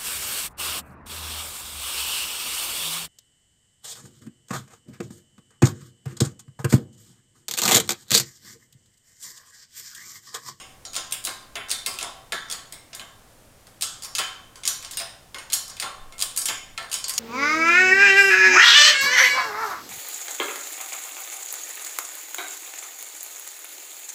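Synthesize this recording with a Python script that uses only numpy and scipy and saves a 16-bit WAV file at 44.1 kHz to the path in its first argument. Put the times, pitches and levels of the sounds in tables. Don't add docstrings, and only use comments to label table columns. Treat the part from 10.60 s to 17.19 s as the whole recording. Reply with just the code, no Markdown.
import sys
import numpy as np
from scipy import signal
from scipy.fft import rfft, irfft, next_fast_len
from scipy.io import wavfile
from scipy.ndimage import uniform_filter1d

SR = 44100
rng = np.random.default_rng(int(sys.argv[2]) if len(sys.argv) > 2 else 0)


def output_pcm(signal):
    pcm = np.clip(np.atleast_2d(signal).T, -1, 1) * 32767
    wavfile.write(sys.argv[1], SR, np.round(pcm).astype(np.int16))


def nominal_scale(level):
    x = np.asarray(level, float) / 20
    return 10 ** x


N = 290619
LENGTH = SR * 3 // 4

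# frequency in Hz, relative level in dB per Hz.
CRACK = [(180, -45), (300, -20), (1690, -8.5), (2790, 0.5), (4690, 5), (6240, 2.5), (7380, 4.5),
         (11800, -6), (15700, -12), (16500, -51)]
# frequency in Hz, relative level in dB per Hz.
THUD = [(90, -18), (180, -8), (400, -2), (900, -1), (1600, 0), (3000, -19.5), (6000, -75.5)]
# time in seconds, boost in dB.
BOOM = [(0, 0), (2.5, 4), (3.5, -4.5), (6.6, -2.5)]
COLOUR_HZ = [250, 1100, 2600, 5800, 11000]
# frame, link and sparkle level in dB.
USUAL_DB = (-25.5, -18.5, -14)


def jack(crack_db=14, ring_db=-26, thud_db=-12, room_db=-0.5, gain_db=-4):
    start_s, strike_db, frame_db, link_db, sparkle_db = contacts()
    count = len(start_s)
    t = np.arange(LENGTH) / SR
    m = next_fast_len(LENGTH)
    hz = np.fft.rfftfreq(m, 1 / SR)

    crack = nominal_scale(-60 * t / 0.015) * (1 - np.exp(-t / 0.00054)) * rng.standard_normal((count, LENGTH))
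    crack = crack / np.linalg.norm(crack, axis=1, keepdims=True)
    click = nominal_scale(crack_db) * causal(along(CRACK, hz)) * rattle(count, m)

    thud = nominal_scale(thud_db - 60 * t / 0.19) * (1 - np.exp(-t / 0.013)) * rng.standard_normal((count, LENGTH))
    knock = rfft(thud, m) * causal(along(THUD, hz))

    ring = rfft(nominal_scale(ring_db) * ringing(count, t), m)

    frame, link, sparkle = np.array([frame_db, link_db, sparkle_db]) - np.array(USUAL_DB)[:, None]
    lowest = frame + np.interp(start_s, *np.transpose(BOOM))
    tilt = np.array([lowest, frame, link, 0 * start_s, sparkle]).T
    colour = causal(np.array([along(list(zip(COLOUR_HZ, row)), hz) for row in tilt]))

    walls = nominal_scale(room_db) * rfft(tails(count, t), m)
    mixed = click * (rfft(crack, m) + walls) + knock * (1 + walls) + ring * (1 + 0.64 * walls)
    heard = irfft(colour * mixed, m)[:, :LENGTH]

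    out = np.zeros(N + 2 * SR)
    for start, db, sound in zip(np.round(start_s * SR).astype(int) + SR, strike_db, heard):
        out[start:start + LENGTH] += nominal_scale(db + gain_db) * sound
    return out[SR:SR + N]


# first contact in seconds, last contact in seconds,
# first strike level in dB, last strike level in dB, sparkle in dB against the strike.
CHATTERS = [(0.3325, 0.3635, -22.5, -11, -15.5), (0.51, 0.5226, -27, -10, -7),
            (0.64, 0.6496, -24.5, -13.5, -3), (1.0854, 1.113, -26, -5.5, -13.5),
            (1.8993, 1.9242, -17, -13.5, -13.5), (3.2103, 3.2216, -15, -6.5, -12),
            (3.422, 3.4465, -23, -19.5, -10.5), (4.053, 4.0634, -12, -15.5, -14),
            (4.922, 4.931, -14.5, -4, -9.5), (5.5815, 5.6223, -27, -6.5, -10.5),
            (5.7627, 5.774, -18.5, -10.5, -3), (6.315, 6.3405, -14.5, -9, -12),
            (6.482, 6.4944, -14, -12.5, -7.5), (6.5658, 6.5792, -25, -3, -15)]
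# start in seconds,
# strike level in dB, link in dB and sparkle in dB, both against the strike.
TICKS = [(0.2513, -16.5, -24, -24.5), (1.2615, -11.5, -12.5, -6.5), (1.3872, -16.5, -9, -12),
         (1.8844, -31, -34, -25), (2.1236, -23, -14, -7), (2.3306, -24, -12.5, -24), (2.3486, -21, -25, -8),
         (3.2324, -15, -29, -17), (3.5508, -10, -17.5, -13), (4.0347, -20, -17.5, -21),
         (4.0761, -2.5, -21.5, -13), (4.2254, -26.5, -8, -10), (4.2472, -18, -22, -22),
         (4.3101, -20.5, -22, -8.5), (4.3345, -23.5, -15, -17), (4.371, -13.5, -13, -7),
         (4.9003, -23, -11.5, -14), (4.9374, -10, -32, -6.5), (5.0794, -26, -23, -10),
         (5.0983, -22, -23, -17), (5.1677, -31.5, -8, -7), (5.1986, -10.5, -17.5, -13.5),
         (5.8164, -12, -33, -15), (5.8561, -10.5, -17.5, -5), (6.2974, -33, -17, -9),
         (6.4413, -9, -26.5, -23), (6.5365, -14.5, -44, -14)]
# start in seconds, strike level in dB,
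# frame in dB and link in dB, both against the strike.
CLANKS = [(-.06, -14, -18, -12.5), (0.363, -18.5, -14.5, -11.5), (0.6706, -17.5, -11.5, -7.5),
          (0.9546, -19.5, -9.5, -4), (1.2698, -15, -15, -27), (1.3395, -23.5, -18, -18),
          (1.4112, -18.5, -15.5, -15), (1.4276, -14.5, -13.5, -16.5), (1.7216, -13.5, -13.5, -5.5),
          (2.3956, -26, -15.5, -4), (3.0689, -34, -14.5, -15.5), (3.5832, -10, -19, -11),
          (3.5882, -9, -15, -12), (3.9568, -29, -14.5, -15.5), (4.3991, -15.5, -17, -11),
          (4.7445, -23.5, -8, -6), (4.784, -24.5, -17.5, -9), (5.224, -15.5, -12.5, -11),
          (5.5232, -32, -13, -11), (5.885, -8.5, -15.5, -12.5), (6.177, -19, -10.5, -5),
          (6.227, -29, -12, -12)]


def contacts(gap_s=0.0105, chatter_link_db=-20, clank_sparkle_db=-14.5):
    pins = list(TICKS)
    for first, last, first_db, last_db, sparkle_db in CHATTERS:
        steps = round((last - first) / gap_s) + 1
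        for share in np.linspace(0, 1, steps):
            s = first + share * (last - first)
            db = first_db + share * (last_db - first_db)
            pins.append((s, db, chatter_link_db, sparkle_db))

    rows = []
    for s, db, link_db, sparkle_db in pins:
        frame_db = -26.5 - 0.57 * (db + 15)
        rows.append((s, db, frame_db, link_db, sparkle_db))
    for row in CLANKS:
        rows.append((*row, clank_sparkle_db))
    return np.transpose(rows)


def rattle(count, m, level_db=-7, span_s=0.022):
    when, size = rng.random((2, count, 5))
    place = (SR * (0.001 + span_s * when)).astype(int)
    train = np.zeros((count, m))
    train[:, 0] = 1
    train[np.arange(count)[:, None], place] = nominal_scale(level_db - 6.3 * when - 5.8 * size)
    return rfft(train)


# frequency in Hz, relative level in dB, time to fall 60 dB in seconds.
STEEL = [(372, -27, 0.63), (675, -8, 0.21), (761.6, -16.5, 0.67), (1047, -15.5, 0.69), (1080, -8.5, 0.33),
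         (1124, -13, 0.5), (1230, -14.5, 0.22), (1335, -7, 0.25), (1597, -14, 0.5), (1754, -11, 0.24),
         (1950, -22, 0.64), (2147, -4, 0.14), (2940, -18, 0.22), (3080, -9.5, 0.53), (3400, -4, 0.2),
         (3600, -10.5, 0.56), (4290, -15, 0.11), (4700, -15, 0.34), (4765, -1.5, 0.18), (5093, -5, 0.14),
         (5500, -6, 0.28), (5880, -8, 0.1), (6650, 8, 0.056), (6890, -3.5, 0.35), (7380, -7, 0.22),
         (7560, -17, 0.17), (8500, -7, 0.29), (8777, 7.5, 0.079), (8400, -8.5, 0.23), (9370, -1, 0.22),
         (10400, -4.5, 0.21), (12200, -26, .2)]


def ringing(count, t, spread_db=4.5, blur=0.0099):
    hz, db, t60 = np.transpose(STEEL)[:, :, None]
    bank = nominal_scale(db - 60 * t / t60) * (1 - np.exp(-t * hz / 3))
    out = np.zeros((count, len(t)))
    for group in np.array_split(np.arange(count), 8):
        knots = np.cumsum(rng.standard_normal((len(STEEL), 128)), axis=1)
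        drift = np.array([np.interp(t / t[-1], np.linspace(0, 1, len(k)), k) for k in knots])
        depth = np.sqrt(2 * np.pi * blur * hz * t[-1] / knots.shape[1])
        waves = bank * np.sin(2 * np.pi * hz * t + depth * drift)
        strength = nominal_scale(spread_db * rng.standard_normal((len(group), len(STEEL))))
        out[group] = strength @ waves
    return out


# frequency in Hz, time to fall 60 dB in seconds, relative level in dB.
GARAGE = [(300, 0.53, -3.5), (780, 0.8, -1), (2110, 0.54, 5.5), (5800, 0.48, 2), (14800, 0.28, 3.5)]


def tails(count, t, patchy_db=4.5):
    hz, s, z = signal.stft(rng.standard_normal((count, len(t))), SR, nperseg=256)
    uneven = uniform_filter1d(rng.standard_normal((count, len(hz))), size=4, axis=1)
    wall_hz, wall_t60, wall_db = np.transpose(GARAGE)
    t60 = along(list(zip(wall_hz, wall_t60)), hz)[:, None]
    db = along(list(zip(wall_hz, wall_db)), hz)[:, None]
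    z = z * nominal_scale(patchy_db * unit(uneven)[:, :, None] + db - 60 * s / t60)
    tail = signal.istft(z, SR, nperseg=256)[1][:, :len(t)] * (1 - np.exp(-t / 0.0011))
    tail = tail * (1 + 0.47 * np.exp(-t / 0.015))
    return tail / np.linalg.norm(tail, axis=1, keepdims=True)


# frequency in Hz, relative level in dB per Hz.
HISS = [(12, -4), (20, -5.5), (53, -6.5), (114, -8), (200, -12.5), (244, -11.5), (273, -12.5), (404, -16),
        (566, -12), (839, -17), (994, -18.5), (3720, -26), (8650, -25), (15200, -31.5), (16500, -45)]
# time in seconds, level in dB rms.
RUMBLE = [(0, -60.5), (5.3, -71), (5.42, -44), (5.6, -52), (5.75, -59), (6.0, -68), (6.12, -50.5),
          (6.251, -74)]


def garage_air(hiss_db=-53.5):
    s, db = np.transpose(RUMBLE)
    level = nominal_scale(np.interp(np.arange(N) / SR, s, db))
    rumble = level * coloured([(4, -28), (14, 6), (40, -8), (80, -34), (200, -120)])
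    return nominal_scale(hiss_db) * coloured(HISS) + rumble + hum()


# frequency in Hz, level in dB rms.
HUM = [(99, -71), (121, -68)]


def hum(waver_hz=5):
    walk = np.cumsum(rng.standard_normal((len(HUM), N)), axis=1) * np.sqrt(2 * np.pi * waver_hz / SR)
    t = np.arange(N) / SR
    out = np.zeros(N)
    for (hz, db), wander in zip(HUM, walk):
        out += nominal_scale(db) * np.sqrt(2) * np.sin(2 * np.pi * hz * t + wander)
    return out


def coloured(spectrum):
    m = next_fast_len(N + SR // 4)
    shape = nominal_scale(along(spectrum, np.fft.rfftfreq(m, 1 / SR)))
    return unit(irfft(rfft(rng.standard_normal(m)) * shape, m)[:N])


def causal(gain_db):
    cep = irfft(gain_db * np.log(10) / 20)
    half = cep.shape[-1] // 2
    cep[..., 1:half] *= 2
    cep[..., half + 1:] = 0
    return np.exp(rfft(cep))


def along(points, hz):
    f, v = np.transpose(points)
    return np.interp(np.log(hz + 1), np.log(f + 1), v)


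def unit(x):
    return x / np.sqrt(np.mean(x ** 2) + 1e-20)


def scene():
    return (jack() + garage_air())[None]


def top_cut(x):
    return signal.sosfilt(signal.butter(12, 17120, fs=SR, output="sos"), x)


def record(dry):
    return top_cut(dry)


dry = scene()
out = record(dry)
output_pcm(out)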